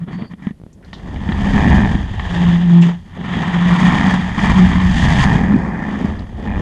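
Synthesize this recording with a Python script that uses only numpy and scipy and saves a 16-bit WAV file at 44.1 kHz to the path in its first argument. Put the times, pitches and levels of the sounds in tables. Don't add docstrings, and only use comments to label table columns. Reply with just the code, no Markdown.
import sys
import numpy as np
from scipy.fft import rfft, irfft, next_fast_len
from scipy.io import wavfile
from scipy.ndimage import uniform_filter1d, minimum_filter1d

SR = 44100
rng = np.random.default_rng(int(sys.argv[2]) if len(sys.argv) > 2 else 0)


def master(y):
    cut = np.clip(np.atleast_2d(y).T, -1, 1)
    pcm = np.round(cut * 32767)
    wavfile.write(sys.argv[1], SR, pcm.astype(np.int16))


N = 291573
TOP_HZ = 15200

# pitch_hz, density_db (dB per Hz)
FLOOR_SPECTRUM = [(30, -13), (170, 3), (1000, -30.5), (6600, -42.5), (11000, -41.5), (15000, -61)]
FLOOR_DB = -45.5

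# start_s, level_db (before a common gain), centre_hz, t60_s
TICKS = [(.73, -45, 7150, 0.074), (0.827, -35, 1680, 0.26), (0.847, -42.5, 4200, 0.08),
         (0.932, -26, 3600, 0.17), (2.814, -27.5, 6870, 0.29), (2.821, -14.5, 2610, 0.15),
         (6.193, -34.5, 4020, 0.025)]
# start_s, peak_db
TAPS = [(0.6, -30.5), (0.616, -27.5), (0.637, -24.5), (0.665, -25.5)]
# crest_s, hold_s, level_db, centre_hz, width_hz
WHISTLE = (.125, 0.16, -57, 4567, 450)
# start_s, ring_db, rasp_db (each before its own gain)
THUMPS = [(0.221, -6.5, -41.5), (0.335, -13.5, -46), (0.469, -1.5, -40.5), (0.508, -9.5, -51),
          (0.93, -20, -36.5), (1.16, -9.5, -40), (1.289, -0.5, -33.5), (1.32, -4, -29.5), (1.951, 2.5, -33),
          (2.195, -40, -29), (3.369, 0.5, -38), (3.777, -9.5, -35), (4.731, 0, -29.5), (4.801, -11.5, -29),
          (5.357, 3, -28), (6.021, -4.5, -44.5), (6.046, 1, -44)]

# time_s, level_db (before BUFFET_GAIN_DB)
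BUFFET_LEVEL = [(0, -53), (.8, -46), (1.15, -24.5), (1.75, -10), (2.03, -20), (2.55, -23), (2.8, -41.5),
                (3.15, -35.5), (3.8, -27), (4.4, -24), (4.5, -15), (5.3, -16), (5.85, -31.5), (6.1, -22.5),
                (6.32, -29), (6.61, -16.5)]
BUFFET_GAIN_DB = -1
# pitch_hz, density_db (dB per Hz)
RUMBLE_SPECTRUM = [(12, -7), (45, 2.5), (66, 8), (100, 3.5), (135, -5), (400, -41.5)]

# pitch_hz, density_db (dB per Hz)
RASP_OPEN = [(250, -17), (560, -14.5), (730, -3), (1040, 0.5), (1270, -5), (1500, -9.5), (1800, -32.5)]
RASP_SHUT = [(250, -12.5), (500, -18), (700, -8), (860, -3.5), (1120, -13.5), (1450, -21), (1800, -39)]
# pitch_hz, density_db (dB per Hz)
BITE_OPEN = [(1200, -30), (1500, -15), (1830, 1), (2200, -10.5), (2380, -8.5), (2900, -41)]
BITE_SHUT = [(1350, -30.5), (1600, -7), (1815, -1.5), (2050, -11.5), (2270, -18.5), (2430, -13),
             (2900, -43)]
# pitch_hz, density_db (dB per Hz)
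EDGE_SPECTRUM = [(2100, -27.5), (2650, -2.5), (3250, 3), (3700, -3.5), (4400, -20.5)]
# pitch_hz, density_db (dB per Hz)
HISS_SPECTRUM = [(3600, -24.5), (4200, -4), (4800, -1), (5500, -7.5), (6600, -4), (7600, -11), (10800, -24),
                 (15000, -62.5)]
# pitch_hz, density_db (dB per Hz)
GRUFF_SPECTRUM = [(150, -15.5), (260, 4.5), (360, 6), (480, -0.5), (700, -2.5), (1450, -34), (2200, -35)]
GRUFF_DB = -11
# time_s, opening (0-1)
MOUTH = [(.5, 1), (1.7, 0.07), (3.9, 1), (5.15, 0.43), (5.4, 0.61), (6.5, 0.25)]

# crest_s, hold_s, rise_s, fall_s, rasp_db, bite_db, edge_db, hiss_db, throb_db, pitch_hz
GROWLS = [(1.068, 0.072, 0.28, 0.2, -45.5, -5.5, -14, -16, 2.5, 190),
          (1.602, 0.2212, 0.45, 0.2553, -21.5, -1.5, -11, -16.5, 11, 196.6),
          (2.374, 0.17, 0.55, 0.16, -28, -1, -7.5, -16, 0, 186.7),
          (2.755, 0.14, 0.49, 0.082, -31.5, -1.5, -8, -17.5, 6.5, 178.3),
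          (3.331, 0.35, 0.1977, 0.38, -26, -0.5, -9, -19.5, 6.5, 175),
          (3.861, 0.18, 0.35, 0.4, -19, 0, -10, -16, 6, 181.5),
          (4.411, 0.21, 0.13, 0.698, -22, 0, -10.5, -16, 8, 184.4),
          (5.032, 0.17, 0.22, 0.32, -21.5, 2, -5, -9, 7.5, 159.9),
          (5.281, 0.12, 0.21, 0.605, -22.5, -2.5, -36, -24.5, 9.5, 189.4),
          (5.728, 0.23, .18, 0.056, -32.5, -1, -20, -26, 7, 206.7),
          (5.901, 0.17, 0.11, 0.29, -32.5, -2.5, -13, -19, 10, 209.4),
          (6.471, 0.17, 0.17, 0.11, -32.5, -3, -12.5, -20, 9.5, 209.2)]
# crest_s, hold_s, rasp_db, bite_db, hiss_db
HUFFS = [(0.0, 0.035, -49, -2.5, -19), (0.079, 0.041, -42, -3, -26), (.125, 0.036, -40, 2, -17),
         (0.181, 0.071, -42.5, -3, -24), (0.315, 0.005, -42, -1.5, -16), (0.386, 0.035, -52, -1, -18),
         (0.425, 0.072, -47.5, 5, -15), (3.173, .1, -41, -16, -24)]
HUFF_RISE_S, HUFF_FALL_S = 0.018, 0.031
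HUFF_EDGE_DB, HUFF_THROB_DB, HUFF_HZ = -11, 14.5, 181.4
SWELL_DB = 19.5
SWELL_END = 1.68
# rasp_db, bite_db, edge_db, hiss_db, throb_db
IDLE_DB = (-57.5, -58.5, -61, -63, -45.5)
IDLE_FROM_S, IDLE_HZ, HUSH_DB = 0.86, 189.7, -14.5

# middle_s, half_length_s, level_db, pitch_hz, roughness (0 locked, 1 or more ragged)
HUMS = [(0.027, 0.017, -21, 171.4, 0.4), (0.16, 0.012, -19, 182, 0.1), (2.499, 0.109, -9.5, 172.5, 0.07),
        (2.658, 0.043, -16.5, 183, 0), (2.776, 0.0878, -4.5, 172.2, 0), (3.644, 0.1, -12.5, 174.3, 0),
        (3.734, 0.026, -8.5, 179, 0), (3.873, 0.073, -8.5, 181.2, .05), (4.123, 0.096, -14, 183.7, 0.16),
        (4.613, 0.037, -3.5, 184.5, 0.02), (4.839, 0.1205, -13, 185.7, .4), (5.201, .14, -14.5, 127.6, 1.2),
        (5.533, 0.0372, -5.5, 204, 0.4)]
HUM_EDGE_DB = 5
RAGGED = 0.87
# multiple, level_db (before strain scales it)
OVERTONES = [(2, -23)]

# start_s, end_s, rate_per_s (typical), crack_peak_db (typical)
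RATTLES = [(1.568, 1.69, 93, -11), (1.708, 1.745, 140, -8), (1.768, 1.888, 81, -11.5),
           (3.866, 4.081, 85, -11), (5.026, 5.211, 91, -11), (5.249, 5.33, 115, -10),
           (5.365, 5.554, 90, -16.5), (6.461, 6.585, 95, -20)]
RATTLE_RASP_DB, RATTLE_THROB_DB = -5, -3
BREAKS = [3.766, 3.806, 3.952, 3.983, 4.111, 5.235, 5.346]
BREAK_HALF_S, BREAK_THROB_DB, BREAK_RASP_DB = 0.0078, -12, 2.5


def amp(db):
    return 10 ** (np.asarray(db) / 20)


def unit(x):
    return x / np.sqrt(np.mean(abs(x) ** 2) + 1e-20)


def curves(rows):
    s, *cols = np.transpose(rows)
    return [np.interp(np.arange(N) / SR, s, c) for c in cols]


def filtered(x, response):
    m = next_fast_len(x.shape[-1] + 8192)
    spectrum = rfft(x, m) * response(np.fft.rfftfreq(m, 1 / SR))
    return irfft(spectrum, m)[..., :x.shape[-1]]


def coloured(x, points):
    f, db = np.transpose(points)
    m = 2 * next_fast_len(len(x))
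    log_hz = np.log(np.fft.rfftfreq(m, 1 / SR) + 1)
    log_points = np.log(np.r_[f[0] / 2, f, f[-1] * 2])
    log_gain = np.log(amp(np.interp(log_hz, log_points, np.r_[-90, db, -90])))
    cepstrum = irfft(log_gain)[:m // 2]
    cepstrum[1:] *= 2
    return unit(irfft(rfft(x, m) * np.exp(rfft(cepstrum, m)))[:len(x)])


def white():
    return rng.standard_normal(N)


def flutter(corner_hz):
    return unit(filtered(white(), lambda hz: 1 / (1 + (hz / corner_hz) ** 4)))


def steadied(x, seconds):
    size = max(int(seconds * SR), 2)
    power = uniform_filter1d(uniform_filter1d(abs(x) ** 2, size), size)
    return x / np.sqrt(abs(power) + 1e-9)


def add(track, s, sound):
    part = track[max(round(s * SR), 0):][:len(sound)]
    part += sound[:len(part)]


def gate(s, half):
    return np.exp(-np.minimum(abs(np.arange(N) / SR - s) / half, 3) ** 4)


def swell(crest, hold, rise, fall):
    t = np.arange(N) / SR
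    away = np.maximum(crest - t, 0) / rise + np.maximum(t - crest - hold, 0) / fall
    return -SWELL_DB * (away + np.minimum(away / SWELL_END, 2) ** 10)


def room_floor():
    return amp(FLOOR_DB) * coloured(white(), FLOOR_SPECTRUM)


def ticks(gain_db=-24, sharpness=5, soft_hz=8000):
    out, t = np.zeros(N), np.arange(SR // 5) / SR
    for s, db, centre, t60 in TICKS:
        def band(hz):
            detuning = hz / centre - centre / (hz + 1)
            return 1 / (1 + sharpness * detuning ** 2) / (1 + (hz / soft_hz) ** 10)
        burst = rng.standard_normal(len(t)) * amp(-60 * t / t60)
        add(out, s, amp(db + gain_db) * unit(filtered(burst, band)))
    return out


def taps(width_s=0.0011, gain_db=4):
    out, u = np.zeros(N), np.arange(SR // 50) / SR / width_s
    pulse = np.e * u * (1 - u / 2) * np.exp(-u)
    for s, db in TAPS:
        add(out, s, amp(db + gain_db) * pulse)
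    return out


def whistle():
    crest, hold, db, centre, width = WHISTLE
    thin = unit(filtered(white(), lambda hz: 1 / (1 + (2 * (hz - centre) / width) ** 4)))
    return amp(db + swell(crest, hold, HUFF_RISE_S, HUFF_FALL_S)) * thin


def thumps(ring_hz=195, t60=0.035, attack_s=0.0022, gain_db=1, spurt_db=-7, spurt_t60=0.022):
    out, t = np.zeros(N), np.arange(SR // 8) / SR
    ring = np.sin(2 * np.pi * ring_hz * t) * amp(-60 * t / t60) * (1 - np.exp(-t / attack_s))
    for s, db, rasp_db in THUMPS:
        air = rng.standard_normal(len(t)) * amp(-60 * t / spurt_t60)
        spurt = unit(coloured(air, RASP_OPEN) + coloured(air, BITE_OPEN) + coloured(air, EDGE_SPECTRUM) / 2)
        add(out, s, amp(db + gain_db) * ring + amp(rasp_db + spurt_db) * spurt)
    return out


def rattles(jitter=0.17, scatter_db=0.5, crack_t60=0.0045, bite_db=-1, edge_db=-19,
            ring_db=0, ring_hz=200, ring_t60=0.053):
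    out, t = np.zeros(N), np.arange(SR // 25) / SR
    ring = amp(ring_db - 60 * t / ring_t60) * np.sin(2 * np.pi * ring_hz * t)
    for start, end, rate, db in RATTLES:
        draws = rng.standard_normal(size=(24, len(t) + 2))
        gaps = np.exp(jitter * draws[:, 0]) / rate
        times = start + np.cumsum(gaps) - gaps[0]
        for s, size, air in zip(times, draws[:, 1], draws[:, 2:]):
            if s < end:
                air = air * amp(-60 * t / crack_t60)
                crack = coloured(air, RASP_SHUT) + amp(bite_db) * coloured(air, BITE_SHUT)
                crack = crack + amp(edge_db) * coloured(air, EDGE_SPECTRUM)
                add(out, s, amp(db + scatter_db * size) * (crack / abs(crack).max() + ring))
    return out


def puffs(rate=70, spread_db=4.0, spacing=.45):
    draws = rng.standard_normal((N // 200, 2))
    at = (np.cumsum(np.exp(spacing * draws[:, 0])) * SR / rate).astype(int)
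    return np.bincount(at[at < N], amp(spread_db * draws[at < N, 1]), N)


def pushed(kicks, seconds):
    push = filtered(kicks, lambda hz: 1 / (1 + 2j * np.pi * hz * seconds) ** 2)
    return unit(push - push.mean())


def buffet(kicks):
    gusts = steadied(coloured(white() + 0.41 * unit(kicks), RUMBLE_SPECTRUM), 0.16)
    return amp(curves(BUFFET_LEVEL)[0] + BUFFET_GAIN_DB) * gusts


def effort():
    t = np.arange(N) / SR
    power = lambda db: amp(np.maximum(db, -200)) ** 2
    huffs = [(s, hold, HUFF_RISE_S, HUFF_FALL_S, db, bite_db, HUFF_EDGE_DB, hiss_db, HUFF_THROB_DB, HUFF_HZ)
             for s, hold, db, bite_db, hiss_db in HUFFS]
    bands = np.outer(power(IDLE_DB), power(HUSH_DB * (t < IDLE_FROM_S)))
    pitch = IDLE_HZ * bands[-1]
    for crest, hold, rise, fall, db, bite_db, edge_db, hiss_db, throb_db, hz in GROWLS + huffs:
        balance = power([0, bite_db, edge_db, hiss_db, throb_db])
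        push = np.outer(balance, power(db + swell(crest, hold, rise, fall)))
        bands = bands + push
        pitch = pitch + hz * push[-1]
    total, ragged = bands[-1], RAGGED * bands[-1]
    for s, half, db, hz, rough in HUMS:
        hum = power(db - HUM_EDGE_DB * ((t - s) / half) ** 2)
        total, pitch, ragged = total + hum, pitch + hz * hum, ragged + rough * hum
    return 10 * np.log10(bands[:-1]), 10 * np.log10(total), pitch / total, np.clip(ragged / total, 0, 1)


def throb(kicks, throb_db, pitch, rough, width_hz=26, skirt_hz=120, stir=0.71, waver_hz=1.85):
    phase = 2 * np.pi * np.cumsum(pitch + waver_hz * flutter(37)) / SR
    ringing = lambda hz: 1 / (1 + 1j * hz / width_hz) / np.sqrt(1 + (hz / skirt_hz) ** 6)
    drive = unit(kicks * np.array([np.cos(phase), -np.sin(phase)])) + stir * np.array([white(), white()])
    eddies = filtered(drive, ringing)
    ragged = steadied(eddies[0] + 1j * eddies[1], 0.072)
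    envelope = steadied(np.sqrt(1 - rough) + np.sqrt(rough) * ragged, 0.081)
    swing = envelope * np.exp(1j * phase)
    overtones = sum(amp(db) * np.cos(round(k) * phase) for k, db in OVERTONES)
    strain = (1 - rough) * amp(throb_db + 3.5)
    return np.sqrt(2) * (swing.real + strain * overtones)


def voiced(x, shut, wide, opening):
    return (1 - opening) * coloured(x, shut) + opening * coloured(x, wide)


def rasp(swing, kicks, air_db, rough, cycle_db=-1.07, locked_db=7.5, puff_db=2.0, burst_db=1.0,
         lurch_db=1.5, dull_gain=5.2, grain=0.37, mouth_waver=0.34):
    rasp_db, bite_db, edge_db, hiss_db = air_db
    loose = rough ** .25
    eddy = np.minimum(pushed(kicks, .0014), 1.8)
    spurts_db = (cycle_db + locked_db * (1 - loose)) * swing + puff_db * loose * eddy
    spurts_db = spurts_db + burst_db * flutter(220) + lurch_db * flutter(27)

    def spurting(depth):
        return white() * steadied(amp(depth * spurts_db + 1.1 * flutter(180)), 0.69)

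    knocks = grain * loose * unit(np.sqrt(kicks))
    opening = np.clip(curves(MOUTH)[0] + mouth_waver * flutter(24), 0, 1)
    low = amp(rasp_db - 1.0) * voiced(spurting(0.81) + knocks, RASP_SHUT, RASP_OPEN, opening)
    middle = amp(bite_db - 2.0) * voiced(spurting(0.82) + knocks, BITE_SHUT, BITE_OPEN, opening)
    dullness_db = np.minimum(rasp_db - bite_db, 5.5)
    gruff_db = rasp_db + GRUFF_DB + dull_gain * dullness_db
    gruff = amp(gruff_db) * coloured(spurting(0.91) + knocks, GRUFF_SPECTRUM)
    edge = amp(edge_db) * coloured(spurting(0.58), EDGE_SPECTRUM)
    high = amp(hiss_db - 2.5) * coloured(spurting(0.71), HISS_SPECTRUM)
    return gruff + low + middle + edge + high


def growl():
    air_db, throb_db, pitch, rough = effort()
    rattling = sum(gate((start + end) / 2, (end - start) / 2) for start, end, *_ in RATTLES)
    broken = sum(gate(s, BREAK_HALF_S) for s in BREAKS)
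    kicks = puffs()
    swing = throb(kicks, throb_db, pitch, rough)
    low = amp(throb_db + RATTLE_THROB_DB * rattling + BREAK_THROB_DB * broken) * swing
    rasp_gain = amp(RATTLE_RASP_DB * rattling + BREAK_RASP_DB * broken)
    return low + buffet(kicks) + rasp_gain * rasp(swing, kicks, air_db, rough)


def scene():
    mono = room_floor() + ticks() + taps() + whistle() + thumps() + rattles() + growl()
    return np.array([mono, mono])


def record(dry, ceiling=0.96):
    needed = np.minimum(1, ceiling / (abs(dry).max(axis=0) + 1e-9))
    gain = uniform_filter1d(minimum_filter1d(needed, size=400), size=400)
    return filtered(dry * gain, lambda hz: hz < TOP_HZ)


dry = scene()
out = record(dry)
master(out)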